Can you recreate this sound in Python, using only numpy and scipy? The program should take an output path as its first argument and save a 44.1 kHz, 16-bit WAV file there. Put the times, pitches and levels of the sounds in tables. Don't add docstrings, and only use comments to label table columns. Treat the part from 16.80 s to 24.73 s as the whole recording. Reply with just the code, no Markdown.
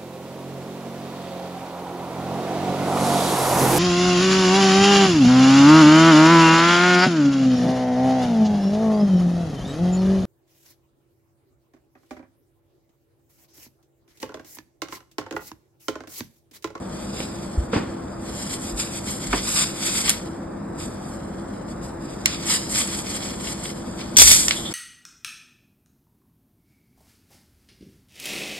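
import sys
import numpy as np
from scipy import signal
from scipy.fft import rfft, irfft, next_fast_len
from scipy.io import wavfile

SR = 44100
rng = np.random.default_rng(int(sys.argv[2]) if len(sys.argv) > 2 else 0)


def to_wav(s):
    ch = np.atleast_2d(s).T
    pcm = np.round(np.clip(ch, -1, 1) * 32767)
    wavfile.write(sys.argv[1], SR, pcm.astype(np.int16))


N = 349699
TIME_S = np.arange(N) / SR
FFT_SIZE = next_fast_len(N + 4096)
FREQ_HZ = np.maximum(np.arange(FFT_SIZE // 2 + 1) * SR / FFT_SIZE, 1)

# (frequency [Hz], coherence [0-1], left phase lead [rad])
NEAR_IMAGE = [(200, .95, 0), (700, .45, -.7), (1700, .65, 0), (2700, .5, 2.5), (4000, .4, 1),
              (5200, .5, 1.7), (5600, .996, 3.1), (6400, .996, 3.2), (6950, .5, 4.8), (7600, .88, 6.1),
              (8900, .8, 6.5), (9800, .99, 9.35), (10900, .99, 9.5), (11600, .6, 12)]
# (frequency [Hz], coherence [0-1], left phase lead [rad])
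FAR_IMAGE = [(60, 0.97, 0.007), (133, 1, 0.02), (246, 0.92, 0.0092), (660, 0.014, 0), (1600, 0.79, 0.042),
             (3140, 0.91, 0.008), (7000, 0.06, 0.007)]
# (frequency [Hz], relative density [dB])
AIR_SPECTRUM = [(20, -23), (48, -5.5), (75, -5), (120, -5), (220, 0), (330, -6), (430, -10.5), (520, -8),
                (750, -12.5), (1300, -18), (1800, -25), (2700, -42.5), (5000, -95)]
# (frequency [Hz], relative level [dB])
FAN_TONES = [(156.1, -58.5), (199.2, -39.5), (333.8, -40.5)]
# (time [s], level [dB], pitch [Hz], half rise time [s])
HAND_THUDS = [(0.771, -10.5, 65.6, 0.0083), (0.804, -23, 60, 0.009), (0.958, -18, 85.5, 0.0054),
              (1.91, -26, 48, 0.02), (2.458, -26, 47.4, 0.031), (7.39, -22.5, 64, 0.027)]
# (time [s], level [dB], resonance [Hz], grit t60 [s])
BLOCK_KNOCKS = [(0.401, -21.5, 498, 0.057), (0.9311, -14, 469, 0.19), (.942, -36, 2000, 0.9),
                (0.959, -17.5, 306, 0.4), (.963, -27, 2140, 0.063), (2.528, -12.5, 1470, 0.12),
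                (2.533, -20.5, 397, 0.26), (7.405, -23, 1500, 0.18), (7.681, -13.5, 1820, 0.023)]
# (frequency [Hz], level [dB], t60 [s])
BLADE_MODES = [(1750, -16, .008), (2230, -2, .015), (2790, -10, .008), (3340, -12, .012), (4600, -11, .005),
               (5550, -1, .006), (7000, -2, .006), (8950, -3, .006), (11000, -2, .006)]
# (time [s],
# strength [dB], brightest pitch [Hz], spread [octaves])
BLADE_CATCHES = [(.403, -10.5, 3240, 0.38), (2.53, -13, 2810, .8), (3.279, -6, 3350, .3),
                 (3.2873, -7, 3800, 0.43), (3.294, 7, 8600, 1), (3.3023, -1.5, 9800, 0.88),
                 (5.458, 6.5, 4740, 1.7), (6.671, -7.5, 3300, 0.3), (6.856, -7, 3300, 0.24),
                 (7.361, -12, 3770, 0.3), (7.6828, 5, 5140, 0.51), (7.7091, 8.5, 3500, 0.36),
                 (7.854, -12, 3400, 0.24)]
# (frequency [Hz], width [Hz], relative level [dB])
RUBBED_MODES = [(2060, 2700, -12.5), (3380, 810, -21.5), (4850, 380, -16), (6030, 1100, -64),
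                (7175, 67, -19.5), (8000, 1600, -10.5)]
# (frequency [Hz], relative density [dB])
CRUSH_SPECTRUM = [(150, -22), (400, -9), (900, -9.5), (1500, -8), (2700, -8), (4000, -7.5), (5300, -4),
                  (7250, -1.5), (8900, -4), (10500, -1), (11600, -5.5)]
# (time [s], level [dB])
RUB_CURVE = [(0, -52), (.2, -42.5), (.78, -46), (.88, -52), (1.35, -52.5), (2.95, -41.5), (3.6, -56.5),
             (3.85, -58), (4.25, -49), (4.45, -51), (5.12, -56.5), (5.25, -47), (5.4, -48.5), (6.95, -46.5),
             (7.05, -48), (7.93, -40)]
# (start [s], length [s], level [dB], dull band gain [dB])
EDGE_STROKES = [(0.313, 0.12, -36.5, 6), (0.913, 0.05, -44.5, 17.5), (1.38, 0.29, -36, 1.5),
                (1.55, 0.078, -36.5, 0.5), (1.677, 0.06, -29.5, 0.5), (1.763, 0.13, -33, -1.5),
                (1.955, 0.037, -29.5, -4), (1.984, 0.027, -24, 3.5), (2.07, 0.12, -35, 0.5),
                (2.226, 0.11, -28.5, -1.5), (2.352, 0.12, -32.5, 0), (2.485, 0.11, -30.5, 7),
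                (2.589, 0.16, -23, -1), (2.716, 0.1, -18.5, 2), (2.968, 0.11, -24, 2),
                (3.076, 0.13, -21, 1), (3.226, 0.056, -24, 5), (3.97, 0.076, -35.5, 1),
                (4.22, 0.13, -45, -9), (4.863, 0.054, -48.5, 3), (5.012, 0.036, -41, 0.5),
                (5.458, 0.081, -34.5, 10), (5.546, 0.11, -38.5, 8), (5.649, 0.1, -18, 2),
                (5.875, 0.081, -24, -3), (5.935, 0.078, -19, 1), (6.023, 0.18, -29.5, 0),
                (6.215, 0.15, -30.5, 3), (6.297, 0.21, -32.5, 3.5), (6.573, 0.15, -31.5, 2),
                (6.736, 0.18, -36, 2), (7.167, 0.042, -39.5, 9.5)]
# (frequency [Hz], relative density [dB])
TEAR_SPECTRUM = [(25, -14), (60, -5), (200, -10), (600, -14), (1050, -26), (1600, -13), (3300, -5),
                 (4000, -6), (6000, 0), (8000, -1), (10500, -2), (11800, -5)]
# (time [s], surge [dB], length [s])
CHUNK_SURGES = [(7.368, 19, 0.0057), (7.385, 25, 0.0074), (7.396, 15.5, 0.028), (7.418, 36, 0.012),
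                (7.433, 8.5, 0.015), (7.474, 10, 0.015), (7.514, 13.5, 0.0084)]
# (frequency [Hz], peak gain [dB])
BENT_MODES = [(3470, -2.5), (4170, 0), (5090, 0), (6050, 4.5), (7240, -7), (7950, -11), (9780, -8)]
# (time [s], level [dB])
SQUEAK_CURVE = [(7.68, -86), (7.77, -32), (7.848, -44), (7.855, -30), (7.9, -36), (7.915, -67)]

SWELL_SHARE = 0.6
RIP_START_S, RIP_HOLD_S = 7.368, 0.17


def from_db(db):
    return 10 ** (np.asarray(db) / 20)


def unit_rms(x):
    return x / np.sqrt(np.mean(x ** 2) + 1e-20)


def gain_curve(rows):
    times_s, levels_db = np.transpose(rows)
    return from_db(np.interp(TIME_S, times_s, levels_db))


def per_bin(rows):
    hz, *columns = np.transpose(rows)
    return [np.interp(np.log(FREQ_HZ), np.log(hz), column) for column in columns]


def drift(rate_hz):
    spectrum = rfft(rng.standard_normal(FFT_SIZE)) / (1 + (FREQ_HZ / rate_hz) ** 2)
    return unit_rms(irfft(spectrum, FFT_SIZE)[:N])


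def butter(x, order, edges_hz, kind="low"):
    return signal.sosfilt(signal.butter(order, edges_hz, kind, fs=SR, output="sos"), x)


def resonance(x, hz, width_hz):
    radius = np.exp(-np.pi * width_hz / SR)
    feedback = [1, -2 * radius * np.cos(2 * np.pi * hz / SR), radius ** 2]
    return signal.lfilter(np.array([1, 0, -1]) * (1 - radius ** 2) / 2, feedback, x)


def envelope(start_s, attack_s, length_s, fall_db_per_s):
    age_s = np.arange(0, N / SR + .001, .001) - start_s
    return np.clip(age_s / attack_s, 0, 1) * from_db(-fall_db_per_s * np.maximum(age_s - length_s, 0))


def per_sample(per_ms):
    return np.interp(TIME_S, np.arange(len(per_ms)) / 1000, per_ms)


def microphones(pair, image, spectrum=None):
    coherence, lead_rad = per_bin(image)
    colour = 1 if spectrum is None else from_db(per_bin(spectrum)[0])
    left, other = rfft(pair, FFT_SIZE) * colour
    right = coherence * left * np.exp(-1j * lead_rad) + np.sqrt(1 - coherence ** 2) * other
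    return irfft(np.array([left, right]), FFT_SIZE)[:, :N]


def fan():
    air = unit_rms(microphones(rng.standard_normal((2, N)), FAR_IMAGE, AIR_SPECTRUM))
    hum = np.zeros(N)
    for hz, db in FAN_TONES:
        gain = from_db(db + 3.0 * drift(rate_hz=6))
        hum += gain * np.sin(2 * np.pi * hz * TIME_S + 0.88 * drift(rate_hz=4.5))
    return (from_db(-32.5) * air + from_db(-0.5) * hum) * from_db([[.4], [-.4]])


def hand_thuds():
    thuds = np.zeros(N)
    for start_s, db, hz, swell_s in HAND_THUDS:
        age_s = np.clip(TIME_S - start_s, 0, .5)
        rise = age_s / (2 * swell_s)
        gain = from_db(db) * (rise * np.exp(1 - rise)) ** 4
        thuds += gain * np.sin(2 * np.pi * hz * (age_s - swell_s / 2))
    return thuds


def block_knocks(t60_cycles=25.4, attack_s=0.001):
    knocks = np.zeros((2, N))
    for start_s, db, hz, t60_s in BLOCK_KNOCKS:
        age_s = np.maximum(TIME_S - start_s, 0)
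        noise = butter(rng.standard_normal((2, N)), 1, [hz / 2.3, hz * 1.08], "band")
        grit = unit_rms(noise) * from_db(-60 * np.minimum(age_s / t60_s, 2))
        hollow = np.sin(2 * np.pi * hz * age_s) * from_db(-60 * np.minimum(age_s * hz / t60_cycles, 2))
        knocks += from_db(db) * (1 - np.exp(-age_s / attack_s)) * (0.7 * grit + hollow)
    return microphones(butter(knocks, 4, 2900), FAR_IMAGE)


def blade_ticks(catches, attack_s=0.00034, crack_t60_s=0.0047, rattle_t60_s=0.22):
    ticks = np.zeros((2, N))
    age_s = np.arange(SR // 10) / SR
    attack = 1 - np.exp(-age_s / attack_s)
    hz, mode_db, t60_s = np.transpose(BLADE_MODES)[:, :, None]
    for start_s, db, bright_hz, spread_oct in catches:
        weights = from_db(mode_db) * np.exp(-.5 * (np.log2(hz / bright_hz) / spread_oct) ** 2)
        phases_rad = rng.uniform(0, 2 * np.pi, (2, len(BLADE_MODES), 1))
        modes = weights * from_db(-60 * age_s / t60_s) * np.sin(2 * np.pi * hz * age_s + phases_rad)
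        top_hz = min(1.58 * bright_hz, 14000)
        grit = butter(rng.standard_normal((2, len(age_s))), 3, [1500, top_hz], "band")
        crack = spread_oct * from_db(1.0 - 60 * age_s / crack_t60_s) * grit
        rattle = from_db(-23.5 - 60 * age_s / rattle_t60_s) * grit
        tick = from_db(db) * attack * (modes.sum(axis=1) + crack + rattle)
        onset = int(start_s * SR)
        ticks[:, onset:onset + len(age_s)] += tick[:, :N - onset]
    return microphones(ticks, NEAR_IMAGE)


def palm_echo(x, delay_s=.00087, wander=.07, gain=.33):
    delayed_s = TIME_S - delay_s * (1 + wander * drift(rate_hz=1.7))
    echo = np.array([np.interp(delayed_s, TIME_S, side) for side in x])
    return unit_rms(x + gain * echo)


def crushing(spectrum, snaps_per_s, size_spread_db, dust_gain, steel_db):
    snaps = (rng.random((2, N)) < snaps_per_s / SR) * rng.choice([-1, 1], (2, N))
    sizes = from_db(size_spread_db * np.minimum(rng.exponential(1, (2, N)), 5))
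    grains = unit_rms(snaps * sizes) + dust_gain * rng.standard_normal((2, N))
    foam = unit_rms(microphones(grains, NEAR_IMAGE, spectrum))
    steel = np.zeros((2, N))
    for hz, width_hz, db in RUBBED_MODES:
        gain = from_db(db + steel_db + 3.34 * drift(rate_hz=37))
        steel += gain * unit_rms(resonance(foam, hz, width_hz))
    return unit_rms(foam + steel)


def stroke_gain(start_s, length_s, tail_share=0.34):
    attack_s = SWELL_SHARE * length_s
    edge = envelope(start_s, attack_s, length_s, fall_db_per_s=430)
    tail = envelope(start_s, attack_s, length_s, fall_db_per_s=87)
    return (1 - tail_share) * edge + tail_share * tail


def slow_strokes(rip_tail_db=-14.5, rip_tail_dull_db=-7, rub_dull_db=4, split_hz=5600):
    contacts = [(from_db(db) * stroke_gain(start_s, length_s), dull_db)
                for start_s, length_s, db, dull_db in EDGE_STROKES]
    rip_tail = envelope(RIP_START_S, SWELL_SHARE * RIP_HOLD_S, RIP_HOLD_S, fall_db_per_s=67)
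    contacts.append((from_db(rip_tail_db) * rip_tail, rip_tail_dull_db))
    hiss_power = per_sample(sum(gain ** 2 for gain, _ in contacts))
    dull_power = per_sample(sum((gain * from_db(dull_db)) ** 2 for gain, dull_db in contacts))
    rub = gain_curve(RUB_CURVE)
    hiss_gain = np.sqrt(hiss_power + rub ** 2)
    dull_gain = np.sqrt(dull_power + (rub * from_db(rub_dull_db)) ** 2)
    grains = crushing(CRUSH_SPECTRUM, snaps_per_s=7000, size_spread_db=2.5, dust_gain=1, steel_db=4.5)
    scrape = palm_echo(grains)
    dull = signal.sosfiltfilt(signal.butter(3, split_hz, fs=SR, output="sos"), scrape)
    hardness_db = 1.16 * drift(rate_hz=19)
    return from_db(hardness_db) * (hiss_gain * (scrape - dull) + dull_gain * dull)


def rip(bend_s=0.13, squeak_hz=3410, squeak_width_hz=520):
    level_db = -7.5 + 1.5 * drift(rate_hz=160)
    for start_s, surge_db, length_s in CHUNK_SURGES:
        age_s = TIME_S - start_s
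        level_db += surge_db * (age_s >= 0) * np.maximum(1 - (age_s / length_s) ** 2, 0)
    bite = per_sample(envelope(RIP_START_S, attack_s=0.0011, length_s=RIP_HOLD_S, fall_db_per_s=174))
    grains = crushing(TEAR_SPECTRUM, snaps_per_s=11000, size_spread_db=3, dust_gain=.37, steel_db=-17.5)
    tearing = bite * from_db(level_db) * palm_echo(grains)
    ringing = sum(from_db(db) * resonance(tearing, hz, width_hz=110) for hz, db in BENT_MODES)
    bend = np.exp(-(np.maximum(TIME_S - RIP_START_S, 0) / bend_s) ** 2)
    band = resonance(grains, squeak_hz, squeak_width_hz)
    squeak = gain_curve(SQUEAK_CURVE) * unit_rms(resonance(band, squeak_hz, squeak_width_hz))
    plucks = blade_ticks([(start_s, -2, 3400, .8) for start_s, _, _ in CHUNK_SURGES])
    return (1 - bend / 2) * tearing + bend * ringing + plucks + squeak


def scene(top_hz=11700):
    knife_and_fan = slow_strokes() + blade_ticks(BLADE_CATCHES) + rip() + fan()
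    lowpass = signal.ellip(10, .2, 70, top_hz, fs=SR, output="sos")
    return signal.sosfilt(lowpass, knife_and_fan) + block_knocks() + hand_thuds()


def record(dry, ceiling_db=-3.7, hardness=11, cutoff_hz=15700):
    clipped = dry / (1 + np.abs(dry / from_db(ceiling_db)) ** hardness) ** (1 / hardness)
    return signal.sosfilt(signal.ellip(10, .2, 80, cutoff_hz, fs=SR, output="sos"), clipped)


dry = scene()
out = record(dry)
to_wav(out)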